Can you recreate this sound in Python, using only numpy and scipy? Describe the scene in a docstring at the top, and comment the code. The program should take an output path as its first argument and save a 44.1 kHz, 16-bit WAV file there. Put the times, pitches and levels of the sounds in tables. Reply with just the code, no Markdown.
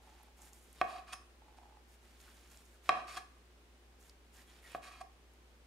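"""A broad kitchen knife saws three slices off a piece of boiled pork on a wooden board.
Each cut is a faint wet swish, a knock on the board, a drag along the wood and a flick that rings the blade.
Random tiny slips make the rubbing and tearing; decaying sine tones make the board and blade ring.
A small kitchen answers with a noise tail; an appliance hums with wavering tones over a rush of air."""
import sys
import numpy as np
from scipy import signal
from scipy.fft import rfft, irfft, next_fast_len
from scipy.io import wavfile
from scipy.ndimage import uniform_filter1d, minimum_filter1d

SR = 44100
rng = np.random.default_rng(int(sys.argv[2]) if len(sys.argv) > 2 else 0)


def wav_record(signal):
    """Record a signal, one row per channel, as 16-bit PCM in the file named by sys.argv[1]."""
    frames = np.transpose(np.atleast_2d(signal))
    bounded = np.clip(frames, -1, 1)
    # unit amplitude maps onto the largest positive 16-bit level
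    quanta = np.round(bounded * 32767).astype(np.int16)
    wavfile.write(sys.argv[1], SR, quanta)


N = 249606
TIME = np.arange(N) / SR

# ringing tones of the board with the knife on it:
# (frequency [Hz], level [dB], time to fade by 60 dB [s])
BOARD_TONES = [(307, -47.5, 0.044), (369, -27, 0.028), (700, -13.5, 0.092), (738, -24.5, 0.44),
               (757, -12.5, 0.053), (1152.5, 2.5, 0.027), (1250, -12, 0.039), (1526, -13, 0.034),
               (1650, -7.5, 0.028), (1846, -14.5, 0.034), (2187, -8.5, 0.02), (2445, -2.5, 0.019),
               (3185, -12, 0.027), (3886, -8, 0.015), (5050, -11.5, 0.016), (5710, -21.5, 0.014),
               (7400, -12, 0.012), (8930, -5, 0.0047), (10000, -14.5, .007)]
# blade sliding through the meat, one row per stroke:
# (time [s], length [s], fizz level before trim [dB], swish level before trim [dB])
SAW_STROKES = [(0.0, 0.27, -73, -69.5), (0.355, 0.03, -65.5, -63), (0.395, 0.092, -61.5, -66.5),
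               (0.512, 0.075, -64, -75), (0.6, .14, -69, -72.5), (0.73, 0.17, -69, -62),
               (1.868, 0.081, -69, -74), (2.0, .19, -72, -70), (2.18, 0.14, -66, -65),
               (2.32, 0.2, -69, -68), (2.49, 0.13, -66, -68.5), (2.63, 0.13, -70.5, -76),
               (2.82, 0.071, -65, -58), (3.98, 0.11, -67, -71), (4.315, 0.11, -64.5, -63),
               (4.45, 0.15, -69.5, -65.5), (4.612, 0.15, -64, -59)]
# edge dragged along the wood, a push and a draw after each knock:
# (time [s], length [s], then levels before trim: grating [dB], hiss [dB], low judder [dB])
DRAG_STROKES = [(0.868, 0.12, -48, -57.5, -44.5), (1.058, 0.088, -52, -60.5, -65),
                (2.935, 0.07, -48.5, -79, -36), (3.062, 0.12, -46.5, -50, -55),
                (4.81, 0.076, -49.5, -54.5, -54.5), (4.9, 0.092, -54.5, -64, -64)]
# edge skidding briefly on the wood:
# (time [s], bell width [s], grating [dB], hiss [dB], low judder [dB], push that rings the blade [dB])
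EDGE_FLICKS = [(1.1332, 0.0049, -48, -46.5, -61, -57.5), (1.576, 0.0059, -77, -69, -78, -81),
               (3.1735, 0.0054, -45.5, -52, -54.5, -65), (5.013, 0.0042, -58.5, -57.5, -44.5, -72)]

SAW_SAG_DB_PER_S, SAW_RELEASE_S = 8, 0.021


def from_db(db):
    """Turn decibels into a plain multiplier."""
    return 10 ** (np.asarray(db) / 20)


def rms_one(x):
    """Scale a sound to an average (rms) strength of 1."""
    return x / np.sqrt(np.mean(x ** 2) + 1e-20)


def at_hz(points, hz, axis=1):
    """Read a table between its rows, on a log-frequency axis."""
    table = np.array(points)
    return np.interp(np.log(np.maximum(hz, 1)), np.log(table[:, 0]), table[:, axis])


def colour(x, spectrum):
    """Give a steady noise a balance of bass and treble, at rms 1."""
    size = next_fast_len(N)
    gain = from_db(at_hz(spectrum, np.fft.rfftfreq(size, 1 / SR)))
    return rms_one(irfft(rfft(x, size) * gain, size)[..., :N])


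def strokes(rows, shape, axis):
    """Loudness over time: each stroke gathers speed, slackens as it goes and dies away."""
    attack_s, sag_db_per_s, release_s = shape
    out = np.zeros(N)
    for row in rows:
        start_s, length_s = row[:2]
        age = np.maximum(TIME - start_s, 0)
        rise = np.sin(np.pi / 2 * np.minimum(age / attack_s, 1)) ** 2
        overtime = np.maximum(age - length_s, 0)
        fall = np.exp(-np.minimum(overtime / release_s, 20))
        level_db = row[axis] - sag_db_per_s * np.minimum(age, length_s)
        out += from_db(level_db) * rise * fall
    return out


def swells(rows, axis):
    """Loudness over time: bell-shaped bumps from rows of (time [s], bell width [s], levels [dB])."""
    out = np.zeros(N)
    for row in rows:
        bell = np.exp(-np.minimum(((TIME - row[0]) / row[1]) ** 2 / 2, 40))
        out += from_db(row[axis]) * bell
    return out


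def grains(per_s, spread_db):
    """Tiny slips at random moments, of uneven size and either direction, at rms 1."""
    sizes = from_db(spread_db * np.minimum(rng.exponential(1, N), 4))
    signs = rng.choice([-1, 1], N)
    happens = rng.random(N) < per_s / SR
    return rms_one(sizes * signs * happens)


def ring(force, modes):
    """Sum of decaying sine tones set off by a force; a steady push makes no sound."""
    out = 0
    for hz, db, t60 in modes:
        r = from_db(-60 / (t60 * SR))  # what is left of the ringing after one sample
        w = 2 * np.pi * hz / SR
        # the 1e-18 keeps the filter clear of very slow, tiny numbers
        tone = signal.lfilter([.5, 0, -.5], [1, -2 * r * np.cos(w), r * r], force + 1e-18)
        out = out + from_db(db) * tone
    return out


def diffuse(size):
    """Stereo noise arriving from all sides: alike in the bass, nearly unrelated in the treble."""
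    # how alike left and right are: (frequency [Hz], likeness [0 to 1])
    likeness = [(60, 1), (130, 0.33), (300, 0.74), (700, 0.55), (1400, 0.07), (3000, 0.033), (15000, 0.06)]
    alike = np.clip(at_hz(likeness, np.fft.rfftfreq(size, 1 / SR)), -1, 1)
    mid, side = rfft(rng.standard_normal((2, size)))
    left_right = np.sqrt(1 + alike) * mid + np.sqrt(1 - alike) * side * [[1], [-1]]
    return irfft(left_right, size) / np.sqrt(2)


def place(x, pan_db, width):
    """Two close microphones hear similar bass; a glancing reflection makes their treble differ."""
    treble = signal.sosfilt(signal.butter(1, 2500, "high", fs=SR, output="sos"), x)
    reflection_delay_s = .00042
    side = width * np.interp(TIME - reflection_delay_s, TIME, treble)
    return np.array([x - side, x + side]) * from_db([[pan_db / 2], [-pan_db / 2]])


def meat_fizz(trim_db=-2.0, fibres_per_s=39, fibre_db=-10):
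    """Wet fibres part with a fine fizz as the edge bites; weaker ones tick at random in each stroke."""
    # spectrum of the fizz: (frequency [Hz], relative level [dB])
    fizz_spectrum = [(1500, -19.5), (4000, -13.5), (6500, -1.5), (9500, -1.5), (12000, -3.5), (15500, -5.5)]
    # ticks of the weaker fibres: (frequency [Hz], level [dB], time to fade by 60 dB [s])
    fibre_ticks = [(3800, -2, 0.0011), (6400, 0, 0.0029), (9500, -1, .0013)]
    fibres = 0
    for tick in fibre_ticks:
        breaks = grains(per_s=fibres_per_s / len(fibre_ticks), spread_db=1.0)
        fibres = fibres + ring(breaks, [tick])
    fine = colour(grains(per_s=6400, spread_db=2.5), fizz_spectrum)
    tearing = fine + from_db(fibre_db) * rms_one(fibres)
    shape = 0.032, SAW_SAG_DB_PER_S, SAW_RELEASE_S  # the first number is the attack [s]
    return from_db(trim_db) * strokes(SAW_STROKES, shape, axis=2) * tearing


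def blade_swish(trim_db=-1.5):
    """The flat of the blade follows the edge, so its swish of tiny slips builds more slowly."""
    # spectrum of the swish: (frequency [Hz], relative level [dB])
    swish_spectrum = [(400, -1), (1000, 0), (1800, 3), (2600, -0.5), (3800, 0), (6000, -8), (12000, -30)]
    slips = colour(grains(per_s=5000, spread_db=3.0), swish_spectrum)
    shape = 0.062, SAW_SAG_DB_PER_S, SAW_RELEASE_S  # the first number is the attack [s]
    return from_db(trim_db) * strokes(SAW_STROKES, shape, axis=3) * slips


def meat_rub():
    """Soft dull rubbing as the meat is pressed: random slips ring one low, short tone."""
    # rubbing: (time [s], length [s], level [dB])
    rub_strokes = [(0.0, 0.25, -69.5), (0.275, 0.0079, -59), (0.385, 0.19, -72), (1.41, 0.14, -70.5),
                   (1.568, .02, -61), (1.61, 0.17, -67.5)]
    slips = ring(grains(per_s=500, spread_db=6.0), [(829, 0, 0.018)])
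    shape = 0.0022, 11, 0.0074  # attack [s], sag [dB per s], release [s]
    return strokes(rub_strokes, shape, axis=2) * rms_one(slips)


def kitchen(x, first_echo_s=0.0022, build_s=0.0037):
    """Echoes thicken into a tail of stereo noise; each frequency band fades at its own rate."""
    # bands of the room: (frequency [Hz], time to fade by 60 dB [s], level [dB])
    room_bands = [(150, 0.22, -1.5), (360, 0.74, -6), (750, 0.27, -2.5), (1170, 0.58, -9),
                  (1720, 0.5, -7.5), (4000, 0.46, -12.5), (9000, 0.95, -13.5), (15000, .2, -29)]
    t = TIME[:SR]
    hz, spectrum = np.fft.rfftfreq(SR, 1 / SR), rfft(diffuse(SR))
    centres = np.log([row[0] for row in room_bands])
    tail = 0
    for share, (_, t60, db) in zip(np.eye(len(room_bands)), room_bands):
        build = 1 - np.exp(-np.maximum(t - first_echo_s, 0) / build_s)
        decay = from_db(-60 * t / t60) * build
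        # neighbouring bands overlap and fade into each other
        band = irfft(spectrum * np.interp(np.log(hz + 1), centres, share), SR)
        tail = tail + from_db(db) * band * decay / np.linalg.norm(decay)
    return signal.fftconvolve(x.mean(axis=0)[None], tail, axes=1)[:, :N]


def appliance(air_db=-66, waver_at_200_hz=0.11):
    """A motor hums near the mains rate over a soft rush of air; higher tones waver more in phase."""
    # spectrum of the air: (frequency [Hz], relative level [dB])
    air_spectrum = [(20, -29.5), (45, -4.5), (85, -13.5), (130, -14), (340, -12.5), (600, -16), (1600, -20),
                    (2500, -21), (4500, -26), (7300, -30), (14000, -34), (15500, -30)]
    # hum tones: (frequency [Hz], rms level [dB])
    hum_tones = [(59.6, -64), (119.2, -96), (238.4, -82), (255, -88), (356.5, -80), (415, -83), (775, -89)]
    out = from_db(air_db) * colour(diffuse(N), air_spectrum)
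    knots = np.linspace(0, TIME[-1], 30)
    for hz, db in hum_tones:
        drift = np.interp(TIME, knots, rng.standard_normal(len(knots)))
        wander = waver_at_200_hz * hz / 200 * drift  # radians
        out = out + from_db(db) * np.sqrt(2) * np.sin(2 * np.pi * hz * TIME + wander)
    return out


def snaps(ring_s=0.0012, crackle_db=-14.5, crackle_s=0.0028):
    """The strongest moist fibres break, each with one sharp tick and a trace of crackle."""
    # snaps: (time [s], level [dB], frequency [Hz])
    snap_rows = [(0.2313, -46.5, 11600), (0.4188, -42, 7500), (0.532, -42, 6950), (0.7286, -45, 9900),
                 (2.202, -48.5, 3750), (2.5726, -44, 6600), (4.096, -42.5, 5000), (4.7181, -43, 8650),
                 (5.3354, -55, 11700)]
    out, length = np.zeros(N), SR // 20
    for s, db, hz in snap_rows:
        tone = [(hz, 0, ring_s)]
        tick = ring(signal.unit_impulse(length), tone)
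        noise = rms_one(ring(rng.standard_normal(length), tone))
        crackle = from_db(crackle_db) * np.exp(-TIME[:length] / crackle_s) * noise
        start = round((s + 0.00043) * SR)  # a snap starts just after its listed time
        out[start:start + length] += from_db(db) * (tick + crackle)
    return out


def knocks(main_tone_hz=1126):
    """The edge lands and chatters; meat under it softens the blow, and the spot sets the main tone."""
    # edge meets board: (time [s], strength [dB], contact brightness [Hz],
    # main tone change at that spot [dB], gap between touches [s], change per rebound [dB])
    knock_rows = [(0.8141, -15, 1850, -5.5, .0027, -12), (2.8916, -14, 5000, -0.5, .0026, -15.5),
                  (4.7487, -21, 824, -7, .0072, -15)]
    out = np.zeros(N)
    for s, db, bright_hz, spot_db, gap_s, loss_db in knock_rows:
        start, touches = round(s * SR), np.zeros(SR)
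        for k in range(4):
            touches[round(k * gap_s * SR)] += from_db(db + k * loss_db)
        # a softer contact spreads each touch out in time
        r = np.exp(-2 * np.pi * bright_hz / SR)
        force = signal.lfilter([(1 - r) ** 2], [1, -2 * r, r * r], touches + 1e-18)
        modes = []
        for hz, level, t60 in BOARD_TONES:
            is_main = abs(hz / main_tone_hz - 1) < .06
            modes.append((hz, level + spot_db * is_main, t60))
        out[start:start + SR] += ring(force, modes)[:N - start]
    return out


def edge_on_wood(axis, drag_trim_db):
    """Loudness of the edge rubbing on wood: trimmed long drags plus the brief flicks."""
    shape = 0.03, 24.5, 0.028  # attack [s], sag [dB per s], release [s]
    return from_db(drag_trim_db) * strokes(DRAG_STROKES, shape, axis) + swells(EDGE_FLICKS, axis)


def shake_board(slips, loudness):
    """Slips shake the board; the dragging blade leans on it, so no tone rings for long."""
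    longest_t60_s = 0.065
    pressed = [(hz, db, min(t60, longest_t60_s)) for hz, db, t60 in BOARD_TONES]
    return ring(slips * loudness, pressed) / ring(slips, pressed).std()


def grating(pressure):
    """The edge catches on the grain, and thousands of slips a second shake the board."""
    # spectrum of the grating slips: (frequency [Hz], relative level [dB])
    grate_spectrum = [(200, 2.5), (400, 10), (700, 1.5), (1150, 8.5), (1800, 9.5), (3000, 9), (4500, 7.5),
                      (7000, -16), (14000, -1)]
    return shake_board(colour(grains(per_s=4600, spread_db=3.5), grate_spectrum), pressure)


def judder():
    """Heavy, slower slips reach mainly the board's low tones."""
    # spectrum of the heavy slips: (frequency [Hz], relative level [dB])
    judder_spectrum = [(200, 0), (500, -12.5), (740, 6.5), (1100, -10.5), (2500, -42), (8000, -58)]
    jolts = colour(grains(per_s=680, spread_db=2.0), judder_spectrum)
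    return shake_board(jolts, edge_on_wood(axis=4, drag_trim_db=-5.5))


def wood_hiss(speed):
    """Very dense slips of the edge on the grain hiss."""
    # spectrum of the hiss: (frequency [Hz], relative level [dB])
    hiss_spectrum = [(600, -13), (1500, 5), (2800, -0.5), (4500, 1.5), (6500, -3), (10000, -3.5),
                     (12000, -10), (15500, -16.5)]
    return colour(grains(per_s=9000, spread_db=3.5), hiss_spectrum) * speed


def shaken_blade(loudness, level_db=-15.5):
    """The slips also shake the steel: noise rings the short tones of a blade gripped by the meat."""
    # gripped blade: (frequency [Hz], level [dB], time to fade by 60 dB [s])
    gripped_tones = [(2512, 4, 0.021), (3680, -5, 0.024), (3970, -23, 0.049), (4600, 0, 0.054),
                     (5000, -11.5, 0.028), (6370, -1.5, 0.018), (7360, -10.5, 0.035), (9200, -10, 0.069),
                     (9540, -15.5, 0.036)]
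    return from_db(level_db) * loudness * rms_one(ring(rng.standard_normal(N), gripped_tones))


def freed_blade():
    """At each flick the blade springs free and rings from one sudden push."""
    # free steel blade: (frequency [Hz], level [dB], time to fade by 60 dB [s])
    free_tones = [(2570, 6, 0.081), (5184, -0.5, 0.26), (5920, -2, 0.22), (6600, -3, 0.15),
                  (8100, -6, 0.27), (8760, 9, 0.057), (9500, -14, 0.22), (11000, -2, 0.27),
                  (13700, -9, 0.13)]
    release = np.zeros(N)
    for s, *_, ring_db in EDGE_FLICKS:
        release[round(s * SR)] = from_db(ring_db)
    return ring(release, free_tones)


def squelches(width_hz=320):
    """The wet gap beside the blade resonates as it opens, its pitch sliding as it changes size."""
    # squelches: (time [s], bell width [s], level [dB], pitch at that time [Hz], glide [octaves per s])
    squelch_rows = [(2.247, .012, -75, 1800, 2), (2.284, 0.011, -65.5, 1327, -5),
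                    (2.755, .014, -72.5, 1560, -12), (4.396, 0.016, -66.5, 1824, -0.5),
                    (4.496, 0.0159, -71, 3350, 0.5), (4.666, .02, -60.5, 1927, -3.5),
                    (4.725, .016, -64, 2500, 0)]
    out, narrow = np.zeros(N), signal.butter(2, width_hz / 2, fs=SR, output="sos")
    for s, half_s, db, hz, glide in squelch_rows:
        pitch = hz * 2 ** (glide * np.clip(TIME - s, -2 * half_s, 2 * half_s))
        phase = 2 * np.pi * np.cumsum(pitch) / SR
        # slow noise on a sine and a cosine makes a narrow band of noise around the pitch
        flutter = rms_one(signal.sosfilt(narrow, rng.standard_normal((2, N))))
        wet = flutter[0] * np.cos(phase) + flutter[1] * np.sin(phase)
        out += swells([(s, half_s, db)], axis=2) * wet
    return out


def scene():
    """Knife work close by, the room's answer and the appliance behind it."""
    meat = meat_fizz() + blade_swish() + meat_rub() + snaps() + squelches()
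    pressure = edge_on_wood(axis=2, drag_trim_db=-5.5)
    speed = edge_on_wood(axis=3, drag_trim_db=-4.5)
    drag = grating(pressure) + judder() + wood_hiss(speed)
    drag = drag + shaken_blade(pressure + speed) + freed_blade()
    work = place(meat, pan_db=-2.4, width=0.55)
    work = work + place(knocks(), pan_db=-1.2, width=0.18)
    work = work + place(drag, pan_db=-1.0, width=0.58)
    return work + kitchen(work) + appliance()


def record(dry, microphone_hz=13000, ceiling=.2, cutoff_hz=15600):
    """The microphone dulls the top, a very fast limiter holds peaks down, the highest treble is cut."""
    heard = signal.sosfilt(signal.butter(2, microphone_hz, fs=SR, output="sos"), dry)
    needed = ceiling / np.maximum(np.abs(heard).max(axis=0), ceiling)
    # hold the lowest gain nearby, then smooth it (windows in samples)
    gain = uniform_filter1d(minimum_filter1d(needed, size=25), size=25)
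    steep_cut = signal.ellip(10, .1, 70, cutoff_hz, fs=SR, output="sos")
    return signal.sosfilt(steep_cut, heard * gain)


dry = scene()
out = record(dry)
wav_record(out)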